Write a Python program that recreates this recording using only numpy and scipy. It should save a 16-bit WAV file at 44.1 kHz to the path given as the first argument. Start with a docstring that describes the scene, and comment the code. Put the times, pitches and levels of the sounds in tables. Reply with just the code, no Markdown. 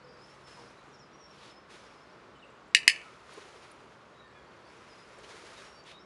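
"""On a paved garden terrace, a training clicker is pressed and released once, close to the microphone.
Its steel tongue buckles twice and rings in damped modes, briefly overloading the input; paving, fence
and house walls reflect and scatter the snaps. Small birds and a far dove sing gliding tones. Friction
gives the noise of a rabbit's soft steps, shoes and rustling clothes, over a murmur of distant traffic."""
import sys
import numpy as np
from scipy import signal
from scipy.fft import rfft, irfft
from scipy.io import wavfile
from scipy.ndimage import uniform_filter1d

SR = 44100
rng = np.random.default_rng(int(sys.argv[2]) if len(sys.argv) > 2 else 0)


def store_pcm(level_fs):
    """Save levels as 16-bit WAV."""
    pcm = np.round(np.clip(level_fs, -1, 1) * 32767).astype(np.int16)
    wavfile.write(sys.argv[1], SR, np.atleast_2d(pcm).T)


N = 266805
TIME = np.arange(N) / SR
PRESS_S, RELEASE_S = 2.7482, 2.878

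# modes of the tongue and its case, bent down and sprung back: (f/Hz, relative level/dB, T60/s)
PRESS_MODES = [(1890, -11, 0.0244), (2199, 0.0, 0.0089), (2533, -0.7, 0.0112), (2855, -8.5, 0.0362),
               (3623, -5.3, 0.0057), (3836, 0.2, 0.0052), (4146, -25.2, 0.029), (4645, -5.5, 0.011),
               (5139, -21.4, 0.0362), (5807, -6.3, 0.0065), (6470, -24.1, 0.0221), (7165, -24.0, 0.0362),
               (7607, -13.0, 0.012), (8270, -17.4, 0.0146), (9146, -27.2, 0.0167), (9812, -32.4, 0.0362),
               (10430, -35.2, 0.0096)]
RELEASE_MODES = [(1930, -12.6, 0.0194), (2082, 0.3, 0.0134), (2531, -1.8, 0.0163), (2880, -1.5, 0.013),
                 (3389, -12.1, 0.0052), (3970, -19.5, 0.0268), (4455, -4.6, 0.0142), (5017, -6.8, 0.0242),
                 (5374, -24.0, 0.0252), (6180, -4.5, 0.0052), (6965, -6.5, 0.0066), (7362, -23.3, 0.0263),
                 (8093, -9.2, 0.0091), (8851, -29.0, 0.0362), (9944, -21.8, 0.0277), (10089, -19.3, 0.0182),
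                 (10886, -32.9, 0.0362)]
# radiation of the case sideways and backwards, averaged over direction: (f/Hz, gain/dB)
OFF_AXIS_SPECTRUM = [(1000, -12), (1500, -4.5), (1780, 24), (2150, 25.5), (2550, 24), (2950, 21), (3300, 8),
                     (4000, 12), (4500, 16.5), (5100, 16), (5700, 9), (8200, 10), (10300, 6.5), (11500, -3)]
# reflections from nearby hard surfaces: (delay/s, gain/dB)
REFLECTIONS = [(0.0118, -18.5), (.0201, -14.5), (0.0244, -19), (.028, -29.5), (0.0404, -27), (.084, -34.5),
               (.138, -42)]
# diffuse scatter from the garden: (f/Hz, early level/dB, early T60/s, late level/dB, late T60/s)
SCATTER_BANDS = [(500, -21.5, 0.099, -37.5, 0.38), (1698, -19.5, 0.18, -23, 0.33),
                 (2330, -10.5, 0.071, -16, 0.49), (2887, -11, 0.091, -20.5, 0.42),
                 (3860, -21, 0.13, -28, 0.75), (4500, -12, 0.13, -29.5, 0.59), (5000, -20, 0.12, -28, 0.32),
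                 (5500, -14, .1, -24.5, 0.57), (8000, -17, 0.11, -29, .48), (10460, -11, .09, -25, .4),
                 (12060, -26, .06, -48.5, 0.19)]
# notes of small birds and two low dove coos:
# (t/s, duration/s, final f/Hz, starting pitch above final/octaves, level/dB)
BIRD_NOTES = [(0, 0.227, 479, 0.072, -57), (.05, 0.11, 4760, 0.027, -64.5), (.2, .075, 5400, -0.11, -64.5),
              (.275, 0.069, 5420, -0.018, -66.5), (.438, 0.062, 5140, 0.079, -61),
              (.5, 0.084, 5150, 0.026, -61), (.57, 0.1, 468, .03, -57.5), (.769, 0.046, 3960, 0, -69),
              (.925, .052, 4900, .25, -62.5), (.988, .057, 4850, .27, -63.5),
              (1.128, 0.034, 5520, .06, -61.5), (1.186, 0.087, 5420, 0.095, -61),
              (1.288, 0.046, 5320, .12, -62.5), (1.5, 0.049, 5280, -0.022, -62),
              (1.557, 0.043, 5320, -.06, -60), (2.352, 0.016, 3000, 0.044, -60.5),
              (2.392, 0.019, 3290, 0.33, -59), (2.421, 0.025, 2520, 0.27, -53.5),
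              (3.02, 0.083, 1200, 0.29, -51.5), (4.135, 0.12, 3780, 0.025, -64.5),
              (4.2, 0.22, 1628, .18, -63), (4.32, 0.087, 2380, 0.049, -62),
              (4.351, 0.064, 3240, 0.097, -67), (4.646, 0.062, 5350, -.25, -69),
              (4.889, 0.051, 4830, .15, -61.5), (4.975, 0.039, 4960, .06, -63.5),
              (5.56, .046, 3840, -.03, -60), (5.623, .2, 5510, 0.0088, -67),
              (5.747, 0.075, 4590, 0.011, -63.5), (5.92, 0.069, 3890, -.11, -59.5),
              (5.987, 0.049, 5570, -0.11, -64.5)]
# spells of farther twittering: (start t/s, end t/s, f/Hz, level/dB)
TWITTER_SPELLS = [(0, .3, 5000, -67.5), (0.551, 0.701, 5330, -67.5), (0.785, 0.997, 6700, -77),
                  (1.802, 2.138, 5200, -67.5), (2.356, 2.72, 7250, -78), (4.05, 4.47, 6920, -79.5),
                  (4.254, 4.7, 4360, -71.5), (4.696, 5.182, 5380, -70.5)]
# paws and shoes on the paving: (t/s, level/dB, centre f/Hz, T60/s)
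FOOTFALLS = [(.57, -50, 880, 0.29), (3.2915, -33.5, 1340, .018), (3.372, -38, 404, 0.067),
             (3.376, -42, 960, 0.045), (3.45, -47.5, 424, .095), (3.54, -47.5, 454, 0.16),
             (5.18, -51.5, 443, 0.24), (5.235, -44.5, 453, 0.065), (5.34, -43, 418, 0.045),
             (5.435, -43, 450, 0.07)]
# ticks of grit and creasing cloth: (t/s, level/dB, centre f/Hz, T60/s)
GRIT_TICKS = [(1.753, -52, 3000, .012), (2.68, -65, 9000, .012), (3.335, -56, 9800, .03),
              (3.714, -52.5, 9600, 0.031), (5.184, -56, 8000, 0.032), (5.243, -49, 2960, .02),
              (5.838, -54, 6500, .015)]
# movements of legs and sleeve; swell and fade each span 20 dB:
# (t/s at full speed, swell/s, hold/s, fade/s, treble level/dB, swish f/Hz, swish re treble/dB)
CLOTH_STROKES = [(0.3, 0.31, .02, 0.59, -77, 3000, -9), (0.474, .015, 0.091, 0.35, -71, 3000, -4),
                 (0.853, .2, .1, .1, -85, 3000, -10), (1.433, 0.22, 0.047, .11, -71.5, 3300, 13),
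                 (1.703, 0.024, 0.045, 0.41, -71, 3000, 6.5), (3.047, 0.11, 0.079, .3, -76, 2000, 3.5),
                 (3.33, 0.16, 0.044, 0.71, -69, 2312, 5), (3.618, 0.23, 0.078, 0.31, -77.5, 1980, 10),
                 (4.75, .5, 0.44, 0.22, -78, 1910, 11.5), (5.235, 0.012, 0.011, 0.036, -71.5, 2800, 8),
                 (5.29, 0.026, .02, 0.33, -67, 1800, -1), (5.506, 0.67, 0.11, 0.27, -67.5, 2080, 1.5),
                 (5.868, .03, 0.049, 0.054, -70.5, 2800, 16)]
# friction of cloth on cloth: (f/Hz, relative spectral level/dB)
CLOTH_SPECTRUM = [(100, -9), (280, -1), (430, 11), (750, 6.5), (1500, 8.5), (3000, 4), (5000, 1.5),
                  (7000, -2.5), (8000, -8), (10000, -7), (11200, -17), (11800, -31.5)]
# distant traffic and leaves: (f/Hz, relative spectral level/dB)
MURMUR_SPECTRUM = [(15, -65), (25, -41.5), (54, -5), (91, -9), (124, -4), (291, -6), (367, -2), (429, -3.5),
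                   (620, -4.5), (740, -8), (1100, -4), (1400, -6.5), (1700, -11.5), (2150, -14),
                   (2900, -18.5), (5120, -25.5), (10300, -42.5), (12000, -53), (15600, -83.5),
                   (22000, -120)]
# tones of a far engine: (f/Hz, initial level/dB, end t/s)
ENGINE_TONES = [(137, -67.3, 1.4), (200, -71.5, 2.5)]


def snap(modes, ring_db, cutoff_hz, thump_db, thump_hz, null_hz=3220, null_q=14, rise_s=0.00025):
    """Buckling excites the tongue's damped modes; the overloaded input adds a dull low thump."""
    t = TIME[:SR // 8]
    ring = sum(undb(db) * np.sin(2 * np.pi * hz * t) * decay(t, t60) for hz, db, t60 in modes)
    ring *= 1 - np.exp(-t / rise_s)
    # so small a case radiates almost nothing below its first resonance
    ring = signal.sosfilt(signal.cheby1(6, .5, cutoff_hz, "high", fs=SR, output="sos"), ring)
    # its radiation cancels just above the low group of modes
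    ring = signal.lfilter(*signal.iirnotch(null_hz, null_q, fs=SR), ring)
    thump = band(1. * (t == 0), 25, thump_hz)
    return undb(ring_db) * ring + undb(thump_db) * thump / thump.max()


def clicker():
    """Snap-through occurs on press and on release, each shape of the tongue having its own modes."""
    out = np.zeros(N)
    add(out, PRESS_S, snap(PRESS_MODES, ring_db=0.5, cutoff_hz=1730, thump_db=-36.5, thump_hz=1200))
    add(out, RELEASE_S, snap(RELEASE_MODES, ring_db=0, cutoff_hz=1705, thump_db=-19.5, thump_hz=1100))
    return out


def off_axis_crack(press_db=0, release_db=2):
    """Averaged over direction, the modes blend into a toneless crack, heard only by reflection."""
    impulses = np.zeros(N)
    add(impulses, PRESS_S, undb([press_db]))
    add(impulses, RELEASE_S, undb([release_db]))
    return colour(impulses, OFF_AXIS_SPECTRUM)


def garden(x, build_s=0.008, specular_hz=(300, 5000)):
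    """Specular reflection gives distinct echoes; diffuse scattering gives an exponential tail."""
    t = TIME[:SR * 2 // 3]
    f = np.fft.rfftfreq(len(t), 1 / SR)
    noise = rfft(rng.standard_normal(len(t)))
    centres = [row[0] for row in SCATTER_BANDS]
    response = np.zeros(len(t))
    for delay, db in REFLECTIONS:
        add(response, delay, undb([db]))
    # rough surfaces mirror the lower tones and scatter the treble
    response = band(response, *specular_hz)
    build_up = 1 - np.exp(-(t / build_s) ** 2)
    for share, (_, early_db, early_t60, late_db, late_t60) in zip(np.eye(len(centres)), SCATTER_BANDS):
        band_noise = irfft(noise * np.interp(f, centres, share), len(t))
        # early from paving and fence, late from houses and trees
        for db, t60 in ((early_db, early_t60), (late_db, late_t60)):
            envelope = decay(t, t60) * build_up
            response += undb(db) * band_noise * envelope / np.linalg.norm(envelope)
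    return signal.fftconvolve(x, response)[:N]


def birds(flutter_db=2.5, unsteadiness=0.009, trees_db=-3, trees_t60=0.37):
    """Whistles, modulated in frequency and amplitude, are smeared by scattering among the trees."""
    song, flutter = np.zeros(N), wander(120)
    wobble = 1 + unsteadiness * wander(300)
    for at, length, final_hz, octaves, db in list(BIRD_NOTES) + twitter():
        progress = np.linspace(0, 1, int(length * SR))
        span = (int(at * SR) + np.arange(len(progress))) % N
        hz = final_hz * 2 ** (octaves * (1 - progress)) * wobble[span]
        envelope = np.abs(np.sin(np.pi * progress)) ** .5 * undb(db + flutter_db * flutter[span])
        add(song, at, envelope * np.sin(2 * np.pi * np.cumsum(hz) / SR))
    trees = rng.standard_normal(SR // 2) * decay(TIME[:SR // 2], trees_t60)
    return song + undb(trees_db) * signal.fftconvolve(song, trees / np.linalg.norm(trees))[:N]


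def twitter(chirp_s=0.013, pitch_spread=.05, glide_octaves=.12, count=18):
    """Runs of short frequency sweeps, rising or falling at random, given as rows of bird notes."""
    notes = []
    for start, stop, hz, db in TWITTER_SPELLS:
        for at in np.linspace(start, stop - chirp_s, count):
            late, detune, slide = rng.standard_normal(3)
            final_hz = hz * (1 + pitch_spread * detune)
            notes.append((at + late * chirp_s / 2, chirp_s, final_hz, glide_octaves * slide, db))
    return notes


def scuffs(contacts, spread, rise_s):
    """Brief friction at each contact gives a burst of band noise that decays exponentially."""
    out, t = np.zeros(N), TIME[:SR // 4]
    attack = 1 - np.exp(-t / rise_s)
    for at, db, hz, t60 in contacts:
        add(out, at, undb(db) * noise_band(len(t), hz, spread) * attack * decay(t, t60))
    return out


def clothes(fidget_db=-92.5, grain_db=3.0, flicker_db=0.93):
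    """Stick-slip of countless fibres adds in power; a brisk movement also makes the weave swish."""
    rub_power, swish = undb(fidget_db) ** 2, 0  # cloth never lies quite still
    for at, swell, hold, fade, db, swish_hz, swish_db in CLOTH_STROKES:
        before, after = np.maximum(at - TIME, 0), np.maximum(TIME - at - hold, 0)
        stroke = undb(db - 20 * (before / swell + after / fade))
        rub_power += stroke ** 2
        swish += undb(swish_db) * stroke * noise_band(N, swish_hz, spread=0.39)
    slips = colour(rng.standard_normal(N) * undb(grain_db * rng.standard_normal(N)), CLOTH_SPECTRUM)
    treble_rms = band(slips, 7200, 11000, order=4).std()
    rub = slips / treble_rms * np.sqrt(rub_power)
    return (rub + swish) * undb(flicker_db * wander(60))


def traffic(murmur_db=-55.5, swell_db=0.5, waver_db=0.9):
    """Distant incoherent sources sum to a murmur; a far engine's tones fade linearly in power."""
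    murmur = unit(colour(rng.standard_normal(N), MURMUR_SPECTRUM))
    murmur *= undb(murmur_db - swell_db * wander(18))
    engine = np.zeros(N)
    for hz, db, end_s in ENGINE_TONES:
        power = np.clip(1 - TIME / end_s, 0, 1)
        amplitude = np.sqrt(2 * power) * undb(db + waver_db * wander(8.5))
        engine += amplitude * np.sin(2 * np.pi * hz * TIME)
    return murmur + engine


def undb(db):
    """Amplitude ratio for a level in decibels."""
    return 10 ** (np.asarray(db) / 20)


def unit(x):
    """Normalisation to rms 1."""
    return x / np.sqrt(np.mean(x ** 2))


def decay(t, t60):
    """Exponential damping by 60 dB in t60 seconds."""
    return np.exp(-np.log(1000) * t / t60)


def add(out, at, x):
    """Superposition of x on out from a time in seconds."""
    i = max(int(at * SR), 0)
    out[i:i + len(x)] += x[:len(out) - i]


def band(x, lo_hz, hi_hz, order=2):
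    """Causal band-pass filtering."""
    edges = [lo_hz, min(hi_hz, SR / 2 - 100)]
    return signal.sosfilt(signal.butter(order, edges, "band", fs=SR, output="sos"), x)


def noise_band(samples, hz, spread):
    """Band-limited noise of rms 1, reaching a factor 1 + spread either side of hz."""
    return unit(band(rng.standard_normal(samples), hz / (1 + spread), hz * (1 + spread)))


def colour(x, points):
    """Spectral shaping by (f/Hz, gain/dB) points joined on a log-frequency axis."""
    hz, db = np.transpose(points)
    f = np.maximum(np.fft.rfftfreq(len(x), 1 / SR), 1)
    gain = undb(np.interp(np.log(f), np.log(hz), db)) * np.minimum(f / hz[0], 1)
    return irfft(rfft(x) * gain, len(x))


def wander(rate_hz):
    """Smooth random modulation of rms 1."""
    hold = int(SR / rate_hz)
    stairs = np.repeat(rng.standard_normal(N // hold + 1), hold)
    return unit(uniform_filter1d(uniform_filter1d(stairs, hold), hold)[:N])


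def scene(ring_send_db=-5):
    """Direct snaps, their reflections and the quiet garden superpose in one channel."""
    click = clicker()
    steps = scuffs(FOOTFALLS, spread=0.21, rise_s=0.0046)
    ticks = scuffs(GRIT_TICKS, spread=0.082, rise_s=0.00068)
    echoes = garden(undb(ring_send_db) * click + off_axis_crack())
    return (click + echoes + birds() + steps + ticks + clothes() + traffic())[None]


def record(dry, ceiling=0.87, knee=4, cutoff_hz=11400):
    """Saturation of the input flattens the peaks of the snaps; a low-pass removes the top octave."""
    saturated = dry / (1 + np.abs(dry / ceiling) ** knee) ** (1 / knee)
    return signal.sosfilt(signal.ellip(8, .2, 80, cutoff_hz, fs=SR, output="sos"), saturated)


dry = scene()
out = record(dry)
store_pcm(out)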